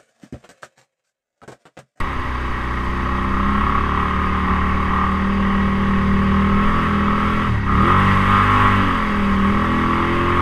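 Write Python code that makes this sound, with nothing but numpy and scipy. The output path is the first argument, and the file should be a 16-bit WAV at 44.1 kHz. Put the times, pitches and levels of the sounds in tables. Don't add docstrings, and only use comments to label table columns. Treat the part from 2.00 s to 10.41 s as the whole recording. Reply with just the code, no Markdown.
import sys
import numpy as np
from scipy import signal
from scipy.io import wavfile
from scipy.ndimage import uniform_filter1d

SR = 44100
rng = np.random.default_rng(int(sys.argv[2]) if len(sys.argv) > 2 else 0)


def int16_out(signal):
    q = np.round(np.clip(np.atleast_2d(signal).T, -1, 1) * 32767)
    wavfile.write(sys.argv[1], SR, q.astype(np.int16))


def invert_db(level):
    return 10 ** (np.asarray(level, dtype=float) / 20)


N = 370881
TIME = np.arange(N) / SR

# (time [s], effort [dB], lean toward the short tube [dB])
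EFFORT = [(0, -28, -4.5), (.7, -27.5, -5), (1.2, -24, -4), (1.62, -20.5, -3.5), (1.9, -21.5, -4.5),
          (3.05, -24, -6), (3.2, -27.5, -5.5), (4.2, -26, -5.5), (4.65, -21.5, -3.5), (5.2, -23, -2.5),
          (5.75, -22, -1), (5.95, -17, -4.5), (6.23, -19.5, -7), (6.35, -15.5, -4.5), (6.7, -16, -7),
          (7.1, -24.5, -4), (7.9, -22.5, -6), (8.41, -18.5, -6.5)]
# (time [s], speed [cycles/s])
ENGINE_SPEED = [(0, 34.3), (.2, 31.8), (.61, 30.5), (1.4, 32.9), (2.05, 37.2), (3.3, 39.2), (4.36, 39.3),
                (5.46, 41.7), (5.58, 34.2), (5.72, 33.7), (5.93, 46.7), (6.02, 48.1), (6.55, 49.9),
                (6.77, 49.3), (7.0, 42.3), (7.38, 39), (7.59, 41.3), (8.41, 44.2)]
# (time [s], half length [s], speed change [cycles/s])
SPEED_CHANGES = [(.45, .12, .3), (1.3, .15, -.2), (1.8, .1, .25), (2.55, .1, -.4), (2.9, .3, -.8),
                 (3.35, .08, .3), (4.0, .1, -.35), (4.77, .13, 2.0), (5.03, .1, -.4), (5.7, .06, -.5),
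                 (6.2, .1, -.4), (6.85, .07, .5), (7.13, .12, -.3), (7.45, .08, -.3), (7.9, .2, -.3)]
# (time [s], level [dB])
BOW_WAVE = [(0.0, -43.5), (0.02, -60), (3.35, -60), (4.5, -59), (4.82, -56.5), (5.04, -59.5), (5.29, -56),
            (5.46, -57.5), (5.5, -57.5), (5.62, -63), (5.9, -53.5), (5.95, -56.5), (6.02, -53),
            (6.09, -53.5), (6.6, -53), (7.21, -57), (8.39, -56.5), (8.41, -56)]
LAYER_LEVELS = {"long": (-24.5, 1.2, 0.01, -0.0451), "short": (-27, 1.42, 0.01, -0.04),
                "churn": (-29.5, 0.2942, 0.2276, 0.414), "wash": (-29, 0.03, .01, 0.54),
                "casing": (-35, 0.16, -0.07, 0.52), "spray": (-59.5, 0.07, -0.06, 1.25),
                "whistle": (-62.5, -0.5, 0.2, 0.94)}
# (time [s], level [dB])
EXHAUST_BOOM = [(0.0, -36), (0.6, -32.5), (1.4, -31.5), (1.7, -31), (2.2, -32.5), (3.1, -32.5),
                (3.6, -31.5), (4.2, -29.5), (4.8, -31), (5.4, -31.5), (5.62, -36.5), (5.75, -26.5),
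                (5.9, -30.5), (6.3, -33.5), (6.7, -32.5), (7.0, -33), (7.5, -30.5), (8.41, -32)]
# (level [dB], change per speed [dB per cycle/s])
EXHAUST_ORDERS = [(-4.5, -0.13), (7.5, 0.08), (-1.2, 0.63), (-0.2, 0.06), (-0.36, -0.5), (-5.5, 0.06),
                  (-13, -0.12), (-7, 0.37), (-9, 0.35), (-6, 0.27), (-8.5, 0), (-15, -0.05), (-12, 0.35),
                  (-12.5, 0.17), (-30.5, -0.6)]
# (frequency [Hz], width [Hz], level [dB])
PIPE_RESONANCES = [(83.9, 7.1, -5.0), (99.8, 12.6, 4.5), (153.8, 34, -7.1), (199, 24.8, 13),
                   (261.6, 31, 7.5), (316, 5.9, -5.5), (338, 27.2, -0.5), (402.4, 20, 4.5), (498, 41, -9),
                   (568, 41, 5.5), (642, 69, -11)]
ORDER_MEETINGS = {"1": [(6.45, 0.72, 12)], "2": [(2.69, 0.32, 3), (5.53, .05, 5), (7.02, 0.28, -2.5)],
                  "3": [(3.4, 0.2, -15), (5.51, .035, 9), (5.58, .09, 15), (5.8, .05, 7.5),
                  (6.1, 0.24, 6.5), (7.03, 0.26, -21)], "4": [(4.57, 1.3, 5.5), (6.54, 0.15, -12.5)],
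                  "5": [(.74, 0.78, -24), (5.8, .05, -1.5), (6.63, 0.32, 7)], "6": [(.3, 0.24, -22),
                  (1.62, 0.16, 5.5), (6.86, .09, 9.3), (7.75, 0.14, 6)], "7": [(4.01, .53, -20),
                  (8, .4, 10.5)], "8": [(3.98, 0.26, -8), (5.87, 0.058, 13.5), (8.19, 0.53, 12.4)],
                  "9": [(7.1, 0.2, -14)], "10": [(.63, 0.39, -18)], "11": [(1.08, 0.37, 4.5)]}
# (time [s], half length [s], depth [0-1])
UNEVEN_SPELLS = [
    (.2, .1, 0.2),
    (1.677, 0.055, 0.33),
    (2.507, 0.04, 0.55),
]
# (place in cycle [0-1], level [dB])
CYCLE_BLOWS = [
    (0, 3.5),
    (0.389, -0.5),
    (0.719, -14),
]
KNOCK_ORDERS = [-1.5, 4.5, 1.5, -10, 4, 4, 4.5, 0.5, 1.5, 4.5, -7.5, 5.5, 4, 1.5, 1, 1.5, 7.5, 3.5, -21, 3,
                -2.5, 1, 0.5, -3.5, 5]
# (frequency [Hz], width [Hz], level [dB])
INTAKE_TUBES = [
    [(582, 100, -12.5), (851.6, 65, -4), (1105, 174, -13), (1133.3, 137, 7)],
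    [(1223, 47.5, 13), (1272, 140, 10)],
]
# (frequency [Hz], width [Hz], level [dB])
CASING_RESONANCES = [(1529, 540, -10), (1892, 132, 1), (2117, 250, -8.5), (2600, 600, -15),
                     (3200, 380, -19.5)]
# (frequency [Hz], level [dB per Hz])
WASH_COLOUR = [(24, -33), (40, -12), (77, 3), (150, -15.5), (197, -9.5), (283, -12), (389, -13.5),
               (453, -20.5), (560, -9), (671, -17), (937, -9.5), (1120, -2.5), (1500, -14), (1950, -50.5),
               (3300, -120)]
# (frequency [Hz], level [dB per Hz])
CHURN_COLOUR = [(820, -30), (1400, -24.5), (1470, -3.5), (1590, 1), (1770, -1.5), (1920, -2), (2040, -2),
                (2220, -1.5), (2400, -10.5), (2610, -14.5), (2770, -9), (3190, -11), (3500, -15.5),
                (4550, -53), (7700, -120)]
# (frequency [Hz], level [dB per Hz])
SPRAY_COLOUR = [(3300, -21.5), (3700, -2.5), (4000, -9), (5300, -11.5), (5620, -17), (5950, -13),
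                (7750, -21), (8150, -15.5), (9200, -20), (10500, -26), (11500, -21), (12500, -25.5),
                (13800, -31.5), (15000, -36.5)]
# (frequency [Hz], width [Hz], level [dB])
HOUSING_RESONANCES = [(1912, 14, 10.5), (2140, 60, 1), (2579, 35, 14.5), (3800, 70, 3.5), (4800, 100, 3)]
# (time [s], half length [s], rise above the steady shaking [dB])
RIDE_BUMPS = [(0.03, 0.044, 8), (1.17, .08, 4), (1.5, .2, 6), (2.9, 0.09, 3), (3.55, .1, 5), (4.1, .15, 4),
              (4.68, .15, 9), (5.25, .08, 2), (5.9, .1, 2), (6.3, .05, 9), (6.62, .06, 5), (7.0, 0.17, 5),
              (7.3, .06, 4), (8.2, .2, 4)]

MEAN_DB, MEAN_SPEED, MEAN_WAVE_DB = -23, 40, -59
SHAKE_DB = -29.5
LIFT_OFF_S, LIFT_ON_S, LIFT_EDGE_S, LIFT_DB = 5.49, 5.675, .012, -9.5


def evened(x):
    return x / np.sqrt(np.mean(x ** 2) + 1e-20)


def curve(table, column):
    rows = np.array(table)
    return np.interp(TIME, rows[:, 0], rows[:, column])


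def humps(events, t=TIME):
    coarse_t = t[::50]
    total = 0 * coarse_t
    for middle, half, size in events:
        total = total + size * np.exp(-((coarse_t - middle) / half) ** 2)
    return np.interp(t, coarse_t, total)


def wander(hz):
    steps = rng.standard_normal(N // 100 + 1000)
    lowpass = signal.butter(2, hz, fs=SR / 100, output="sos")
    slow = signal.sosfilt(lowpass, steps)[-(N // 100 + 2):]
    return np.interp(np.arange(N) / 100, np.arange(len(slow)), evened(slow))


def bumps_db(modes, hz):
    return sum(db / (1 + (2 * (hz - f) / width) ** 2) for f, width, db in modes)


def resonate(x, hz, width):
    return signal.lfilter(*signal.iirpeak(hz, hz / width, fs=SR), x)


def ring(x, modes):
    total = 0
    for hz, w, db in modes:
        once = resonate(x, hz, 1.11 * w)
        total = total + invert_db(db) * resonate(once, hz, 1.11 * w)
    return evened(total)


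def noise(points, modes, patchy_db=1.0):
    frames, hz = N // 512 + 5, np.fft.rfftfreq(2048, 1 / SR)
    a, b, patches = rng.standard_normal((frames, 1025, 3)).T
    patches = uniform_filter1d(patches, size=16, axis=0)
    patches = evened(uniform_filter1d(patches, size=6, axis=1))
    f, db = np.transpose(points)
    colour = np.interp(np.log(hz + 1), np.log(f + 1), db, left=-120, right=-120)
    colour = colour + bumps_db(modes, hz)
    spectra = (a + 1j * b) * invert_db(colour[:, None] + patchy_db * patches)
    return evened(signal.istft(spectra, nperseg=2048, noverlap=1536)[1][:N])


def speed():
    return uniform_filter1d(curve(ENGINE_SPEED, 1), size=2500) + humps(SPEED_CHANGES)


def effort_db():
    shut = np.tanh((TIME - LIFT_OFF_S) / LIFT_EDGE_S) - np.tanh((TIME - LIFT_ON_S) / LIFT_EDGE_S)
    return curve(EFFORT, 1) - MEAN_DB + LIFT_DB * shut / 2


def level(layer):
    db, per_effort, per_speed, per_wave = LAYER_LEVELS[layer]
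    db = db + per_effort * effort_db() + per_speed * (speed() - MEAN_SPEED)
    return db + per_wave * (curve(BOW_WAVE, 1) - MEAN_WAVE_DB)


def firing_phase(order, blows):
    return np.angle(sum(invert_db(db) * np.exp(-2j * np.pi * order * place) for place, db in blows))


def exhaust(turns):
    turns, rate = turns[::10], speed()[::10]
    boom_db = curve(EXHAUST_BOOM, 1)[::10]
    depth = 0.1 + humps(UNEVEN_SPELLS)[::10]
    boom = 0
    for k, (db, per_speed) in enumerate(EXHAUST_ORDERS, 1):
        order_db = boom_db + db + per_speed * (rate - MEAN_SPEED)
        order_db += bumps_db(PIPE_RESONANCES, k * rate)
        order_db += humps(ORDER_MEETINGS.get(str(k), []), TIME[::10])
        order_db = uniform_filter1d(order_db, size=200)
        uneven = 1 + depth * wander(10.7)[::10]
        cycles = k * turns + 0.6 * rng.random() + 0.012 * wander(9)[::10]
        phase = firing_phase(k, CYCLE_BLOWS[:2]) + 2 * np.pi * cycles
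        boom += invert_db(order_db) * uneven * np.cos(phase)
    return np.sqrt(2) * signal.resample_poly(boom, 10, 1)[:N]


def firing_knocks(turns):
    k = np.arange(16, 84)
    upper_db = np.full(len(k) - len(KNOCK_ORDERS), -1.5)
    strength = invert_db(np.append(KNOCK_ORDERS, upper_db))
    phase = firing_phase(k, CYCLE_BLOWS)
    phase += .7 * rng.standard_normal(len(k))
    at = (turns + .001 * wander(20)) % 1
    knocks, place = 0, np.linspace(0, 1, 2048)
    for weight in (1, .3 * wander(2), .3 * wander(2), .18 * wander(15)):
        shape = strength @ np.cos(2 * np.pi * k[:, None] * place + phase[:, None])
        knocks += weight * np.interp(at, place, shape)
        phase = phase + 1.1 * rng.standard_normal(len(k))
    return knocks * invert_db(.8 * wander(18.0)), at


def air_puffs(at):
    puffs = 0.19 + sum(invert_db(db) * np.exp(-((at - place) % 1) / .15) for place, db in CYCLE_BLOWS)
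    band = signal.butter(2, [500, 3400], "band", fs=SR, output="sos")
    return signal.sosfilt(band, puffs * rng.standard_normal(N))


def intake_and_casing(turns):
    knocks, at = firing_knocks(turns)
    drive = evened(knocks) + .36 * evened(air_puffs(at))
    lean_db = curve(EFFORT, 2) + 5
    long_tube = invert_db(level("long") - 0.44 * lean_db) * ring(drive, INTAKE_TUBES[0])
    short_tube = invert_db(level("short") + 1.4 * lean_db) * ring(drive, INTAKE_TUBES[1])
    casing = invert_db(level("casing")) * ring(drive, CASING_RESONANCES)
    return long_tube + short_tube + casing


def wash_and_churn(turns):
    throb = 1 + 0.024 * np.cos(2 * np.pi * turns) + 0.04 * np.cos(4 * np.pi * turns)
    wash = invert_db(level("wash")) * noise(WASH_COLOUR, [(664, 41, -16), (30, 32, -12.0)])
    churn = invert_db(level("churn") - 1.3) * throb * noise(CHURN_COLOUR, HOUSING_RESONANCES)
    return wash + churn


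def water_spray():
    spray = noise(SPRAY_COLOUR, HOUSING_RESONANCES, patchy_db=0.6)
    highpass = signal.firwin(101, 6800, pass_zero=False, fs=SR)
    fine = signal.oaconvolve(spray, highpass, "same")
    spray_db = level("spray")
    coarse = invert_db(0.59 * spray_db - 14.5) * (spray - fine)
    return coarse + invert_db(spray_db + 8.5 + 0.93 * wander(40)) * fine


def housing_whistle():
    whistle_db = level("whistle") + 1.5 * wander(6.5)
    return invert_db(whistle_db) * ring(rng.standard_normal(N), [(4710, 33, 0)])


def shaking():
    band = signal.butter(4, [2.5, 24], "band", fs=SR / 100, output="sos")
    lumps = signal.sosfilt(band, rng.standard_normal(N // 100 + 500))
    movement = evened(signal.resample_poly(lumps, 100, 1)[-N:])
    return invert_db(SHAKE_DB + humps(RIDE_BUMPS)) * movement


def scene():
    turns = np.cumsum(speed()) / SR + .55 + 0.0031 * wander(4.1)
    engine = exhaust(turns) + intake_and_casing(turns)
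    water = wash_and_churn(turns) + water_spray() + housing_whistle()
    mix = engine + water + shaking()
    return (mix * np.minimum(TIME / .004, 1))[None]


def roll_off(x):
    return signal.sosfilt(signal.butter(12, 15080, fs=SR, output="sos"), x)


def record(dry):
    mix = 3 * np.tanh(dry / 3)
    return roll_off(mix)


dry = scene()
out = record(dry)
int16_out(out)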